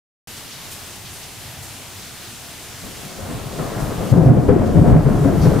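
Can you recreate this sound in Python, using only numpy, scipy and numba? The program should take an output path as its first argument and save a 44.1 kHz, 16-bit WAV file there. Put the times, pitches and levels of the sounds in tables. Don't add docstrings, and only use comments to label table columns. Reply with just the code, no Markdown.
import sys
import numpy as np
from scipy import signal
from scipy.fft import rfft, irfft
from scipy.io import wavfile
from scipy.ndimage import uniform_filter1d, minimum_filter1d
from numba import njit

SR = 44100
rng = np.random.default_rng(int(sys.argv[2]) if len(sys.argv) > 2 else 0)


def wrap_up_sound(samples):
    columns = np.atleast_2d(samples).T
    tamed = np.clip(columns, -1, 1)
    steps = np.round(tamed * 32767).astype(np.int16)
    wavfile.write(sys.argv[1], SR, steps)


def volts_from_decibels(level):
    exponent = np.asarray(level, float) / 20
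    return 10 ** exponent


N = 246959
TIME = np.arange(N) / SR
HZ = np.fft.rfftfreq(N, 1 / SR) + 1e-3

# time in seconds, rumble in dB, crackle over rumble in dB, deep heave over rumble in dB,
# rise in ms, fade in dB per second.
PEALS = [(2.84, -37, -9, -7, 12, 46), (3.04, -42, -2, -13, 90, 19), (3.2, -35, -4.5, -10, 56, 9),
         (3.34, -35.5, -7, -1, 150, 42), (3.53, -35, -9, -10, 61, 28), (3.591, -28.5, -4, -2, 9.1, 25),
         (3.8, -27.5, -6.5, -10, 96, 16), (4.02, -24.5, -12.5, -18, 49, 44),
         (4.127, -8.5, -19.5, -8.5, 7.6, 14), (4.29, -5, -19.5, -14, 45, 44),
         (4.489, -8.5, -12, -6, 7.4, 48), (4.6, -13, -29, -11, 54, 34), (4.765, -7.5, -23, -2, 11, 29),
         (4.94, -7, -16.5, 1, 120, 66), (5.07, -16, -11.5, -1, 50, 26),
         (5.255, -11.5, -16.5, -11.5, 27, 62), (5.47, -14, -14.5, -5, 96, 41)]


def band(x, low_hz, high_hz, order=2):
    sos = signal.butter(order, [low_hz, min(high_hz, SR / 2.1)], "bandpass", fs=SR, output="sos")
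    y = signal.sosfilt(sos, x)
    return y / np.sqrt(np.mean(y ** 2))


def walk(rate, size=N):
    hold = int(SR / rate)
    levels = np.repeat(rng.standard_normal(size // hold + 1), hold)
    slewed = uniform_filter1d(uniform_filter1d(levels, hold), hold)
    return 1.44 * slewed[:size]


def impacts(per_s, scatter_db):
    hit, size, sign = rng.random((N, 3)).T
    strength = volts_from_decibels(-scatter_db * np.log(1 - size))
    return (hit < per_s / SR) * strength * np.sign(sign - .5)


def pan(db):
    return volts_from_decibels(np.array([[db], [-db]]) / 2)


def colour(points):
    hz, db = np.transpose(points)
    return volts_from_decibels(np.interp(np.log(HZ), np.log(hz), db))


def rain():
    # frequency in Hz, relative level in dB per Hz.
    spectrum = [(12, -36), (20, -7), (32, -12), (70, -6.5), (106, -5.5), (191, -8.5), (274, -9), (534, -15),
                (705, -11.5), (1070, -14.5), (3170, -14.5), (9660, -18.5), (15500, -24)]
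    # frequency in Hz, side minus mid in dB.
    width = [(60, -5.5), (700, -9), (2400, -9), (4400, -6.5), (8100, -2.5), (15000, -6.5)]
    rain_db, left_db = -37, 0.76
    mid, side = (rfft(rng.standard_normal(N) + 1.22 * impacts(3000, 1.4)) * colour(spectrum)
                 for _ in range(2))
    ears = mid + colour(width) * side * np.array([[1], [-1]])
    shared_db = 0.46 * walk(12)
    out = 0
    for step in range(9, 29):
        share = np.clip(1 - np.abs(2 * np.log2(HZ) - step), 0, 1)
        flicker = volts_from_decibels(0.8 * walk(min(10, 2 ** (step / 2) / 8)))
        out = out + flicker * irfft(ears * share, N)
    mid_rms = np.sqrt(np.mean(out.mean(axis=0) ** 2))
    return out * volts_from_decibels(rain_db + shared_db) * pan(left_db) / mid_rms


def splashes():
    # time in seconds, level at the top in dB, lowest Hz, highest Hz.
    spills = [(0.364, -42, 2500, 7000), (.515, -38, 2900, 6500), (.715, -35.5, 3000, 14000),
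              (1.054, -39.5, 1980, 4940), (1.135, -42, 5000, 13000), (1.23, -41, 2500, 7000),
              (1.63, -40.5, 5000, 13000), (2.62, -46, 6040, 11000), (2.961, -43, 2500, 7850),
              (3.8, -42, 3000, 9000), (4.66, -39, 2930, 6780), (4.875, -42, 3000, 9000),
              (5.419, -37, 4040, 6450)]
    rise_s = 0.017
    out = np.zeros((2, N))
    t = TIME[:SR // 6]
    fade = t / rise_s
    swell = fade * np.exp(1 - fade)
    for s, db, low_hz, high_hz in spills:
        fizz = rng.standard_normal(len(t)) + 0.55 * rng.standard_normal((2, len(t)))
        start = int((s - .008) * SR)
        out[:, start:start + len(t)] += volts_from_decibels(db) * band(fizz, low_hz, high_hz) * swell
    return out


def murmur():
    # time in seconds, level in dB.
    swells = [(0.34, -57), (0.49, -56), (0.68, -43.5), (0.88, -48.5), (1.15, -42.5), (1.26, -54),
              (1.33, -44), (1.65, -40.5), (1.72, -46.5), (2.24, -49), (2.36, -44), (2.48, -67),
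              (2.84, -39.5), (2.95, -56)]
    s, db = np.transpose(swells)
    far = rng.standard_normal(N) + 0.43 * rng.standard_normal((2, N))
    return band(far, 85.6, 141.5) * volts_from_decibels(np.interp(TIME, s, db))


def peals(crackle, heave):
    power = 0
    for s, db, crackle_db, heave_db, rise_ms, fade_db in PEALS:
        rise = np.clip(1 + 1000 * (TIME - s) / rise_ms, 0, 1)
        level_db = db + crackle * crackle_db + heave * heave_db
        faded_db = level_db - fade_db * np.maximum(TIME - s, 0)
        power = power + (rise * volts_from_decibels(faded_db)) ** 2
    return np.sqrt(power)


def street(x):
    t60_s, onset_s = 0.45, 0.0043
    t = TIME[:SR]
    fade = np.exp(-np.log(1000) * t / t60_s) * np.minimum(t / onset_s, 1)
    echoes = rng.standard_normal((2, SR)) * fade
    echoes = echoes / np.sqrt(np.sum(echoes ** 2, axis=1, keepdims=True))
    return signal.fftconvolve(x[None], echoes, axes=1)[:, :N]


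def roll():
    # length of the longer bends in ms, arrivals per second for each bend length,
    # size scatter in dB, lowest Hz, highest Hz, left minus right in dB, share of crackle, share of heave.
    kinds = [(5.09, 570, 1.5, 62.4, 289, 3, 0, 0.03), (1.66, 600, 2.5, 310, 719, 3, .4, 0),
             (0.535, 1600, 1.5, 430, 1390, 1, 1, 0.19), (25.3, 90, 4, 29, 83, 5, 0.16, 1)]
    street_db = -3
    out = 0
    for ms, per_s, scatter_db, low_hz, high_hz, left_db, crackle, heave in kinds:
        shapes = [np.linspace(1, -1, int(ms * bend * SR / 1000)) / bend for bend in (.6, 1)]
        arrivals = sum(np.convolve(impacts(per_s, scatter_db), shape)[:N] for shape in shapes)
        shocks = band(arrivals, low_hz, high_hz)
        echoing = (shocks + volts_from_decibels(street_db) * street(shocks)) / np.sqrt(1 + volts_from_decibels(2 * street_db))
        out = out + echoing * pan(left_db) * peals(crackle, heave)
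    return out


def lesser_booms():
    count, first_s = 200, PEALS[0][0]
    low_hz, span_octaves, low_ms = 109.85, 2.4, 26
    over_rumble_db, db_per_octave, scatter_db = -1, -3.5, 3.3
    mean_left_db, spread_db = 1, 4.5
    when, pitch = rng.random((count, 2)).T
    size, length, side = rng.standard_normal((count, 3)).T
    s = first_s + when * (N / SR - first_s)
    octaves = pitch * span_octaves
    rumble = np.interp(s - low_ms / 1000, TIME, peals(0, 0))
    rumble_db = 20 * np.log10(rumble + 1e-6)
    db = rumble_db + over_rumble_db + db_per_octave * octaves + scatter_db * size
    hz = low_hz * 2 ** octaves
    ms = low_ms * 0.75 ** octaves * 1.35 ** length
    left_db = mean_left_db + spread_db * side
    return list(zip(s, db, hz, ms, left_db))


def booms():
    # time in seconds, level in dB, frequency in Hz, nominal length in ms,
    # left minus right in dB.
    loudest = [(2.836, -33.5, 169.4, 22, 3), (3.234, -28.5, 93, 56, 0), (3.302, -27, 238, 51, 0),
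               (3.316, -31, 303, 30, 2.2), (3.354, -22, 126, 24, -2), (3.598, -22.5, 152.5, 43, 5),
               (3.62, -22, 258, 15, 5), (3.771, -17.5, 116, 17, 3), (3.833, -20, 142, 45, 6),
               (4.127, -0.5, 118, 22, 7.5), (4.163, -12.5, 250, 15, 12), (4.184, -7.5, 371, 31, 9),
               (4.188, -1, 167.6, 54, 6.5), (4.278, 2.5, 131.7, 56, -2.5), (4.305, 4.5, 146, 16, -8),
               (4.318, 1, 223, 12.4, -1), (4.369, 5, 146, 12, 2.3), (4.492, -3, 416, 15, 12),
               (4.5, -2.5, 501, 20, 6), (4.522, -7, 408, 35, 10), (4.508, 1, 128, 11, 12),
               (4.524, -0.3, 266, 14, 4), (4.566, -2.5, 361, 20, 5), (4.604, -1.8, 141, 14, 0),
               (4.621, -10, 290, 24, -9), (4.875, -3.5, 164, 41, 6), (4.765, -4, 159.6, 44, 6.5),
               (4.791, 2.5, 105, 42, 8), (4.817, 4, 153.5, 13, -.6), (4.893, -1.5, 228, 30, 2),
               (4.91, -6.5, 140.4, 110, -3), (4.927, 1, 60.4, 26, 2), (4.966, 4.5, 157.3, 53, -3.5),
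               (5.064, -2.2, 134, 46, 5), (5.114, -4, 209, 18, 3.5), (5.215, -6, 145, 25, 3),
               (5.26, -5, 267, 38, 5), (5.41, -11, 59, 22, 6), (5.446, -11.5, 162, 54, 3),
               (5.481, -2.5, 147, 26, 6)]
    out = np.zeros((2, N))
    rows = list(loudest) + lesser_booms()
    chance = rng.standard_normal((len(rows), 3))
    for (s, db, hz, ms, left_db), (turn, skew, glide) in zip(rows, chance):
        near = slice(int((s - .08) * SR), int((s + .14) * SR))
        t = TIME[near] - s
        rough = volts_from_decibels(1.45 * walk(110.5, size=len(t)))
        swell = np.exp(-np.log(2) * (2000 * t / ms / np.where(t < 0, .6, 1.15)) ** 2)
        ear_shift = 0.38 * skew * np.array([[1], [-1]])
        phase = 2 * np.pi * hz * t * (1 + 0.79 * glide * t) + 2 * turn + ear_shift
        wave = np.sin(phase + 0.21 * np.sin(phase))
        out[:, near] += volts_from_decibels(db) * pan(left_db) * swell * rough * wave
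    return out


def scene():
    return rain() + splashes() + murmur() + roll() + booms()


@njit
def limiter(peak, top, ratio, attack, release):
    gain, envelope = np.ones(len(peak)), 0.
    for i in range(len(peak)):
        envelope += (peak[i] - envelope) * (attack if peak[i] > envelope else release)
        if envelope > top:
            gain[i] = (top / envelope) ** (1 - 1 / ratio)
    return gain


def roll_off(x):
    return signal.sosfilt(signal.butter(12, 15660, fs=SR, output="sos"), x)


def record(dry):
    top_hz, open_s = 15500, .2728
    attack_s, release_s = 0.0043, .22
    dry = signal.sosfilt(signal.ellip(8, .2, 70, top_hz, fs=SR, output="sos"), dry)
    peak = -minimum_filter1d(-np.abs(dry).max(axis=0), size=441)
    gain = limiter(peak, 1.0, 7.5, 1 / (attack_s * SR), 1 / (release_s * SR))
    gain = uniform_filter1d(gain, size=221)
    loud = np.clip(dry * gain, -1, 1) * (TIME > open_s)
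    return roll_off(loud)


dry = scene()
out = record(dry)
wrap_up_sound(out)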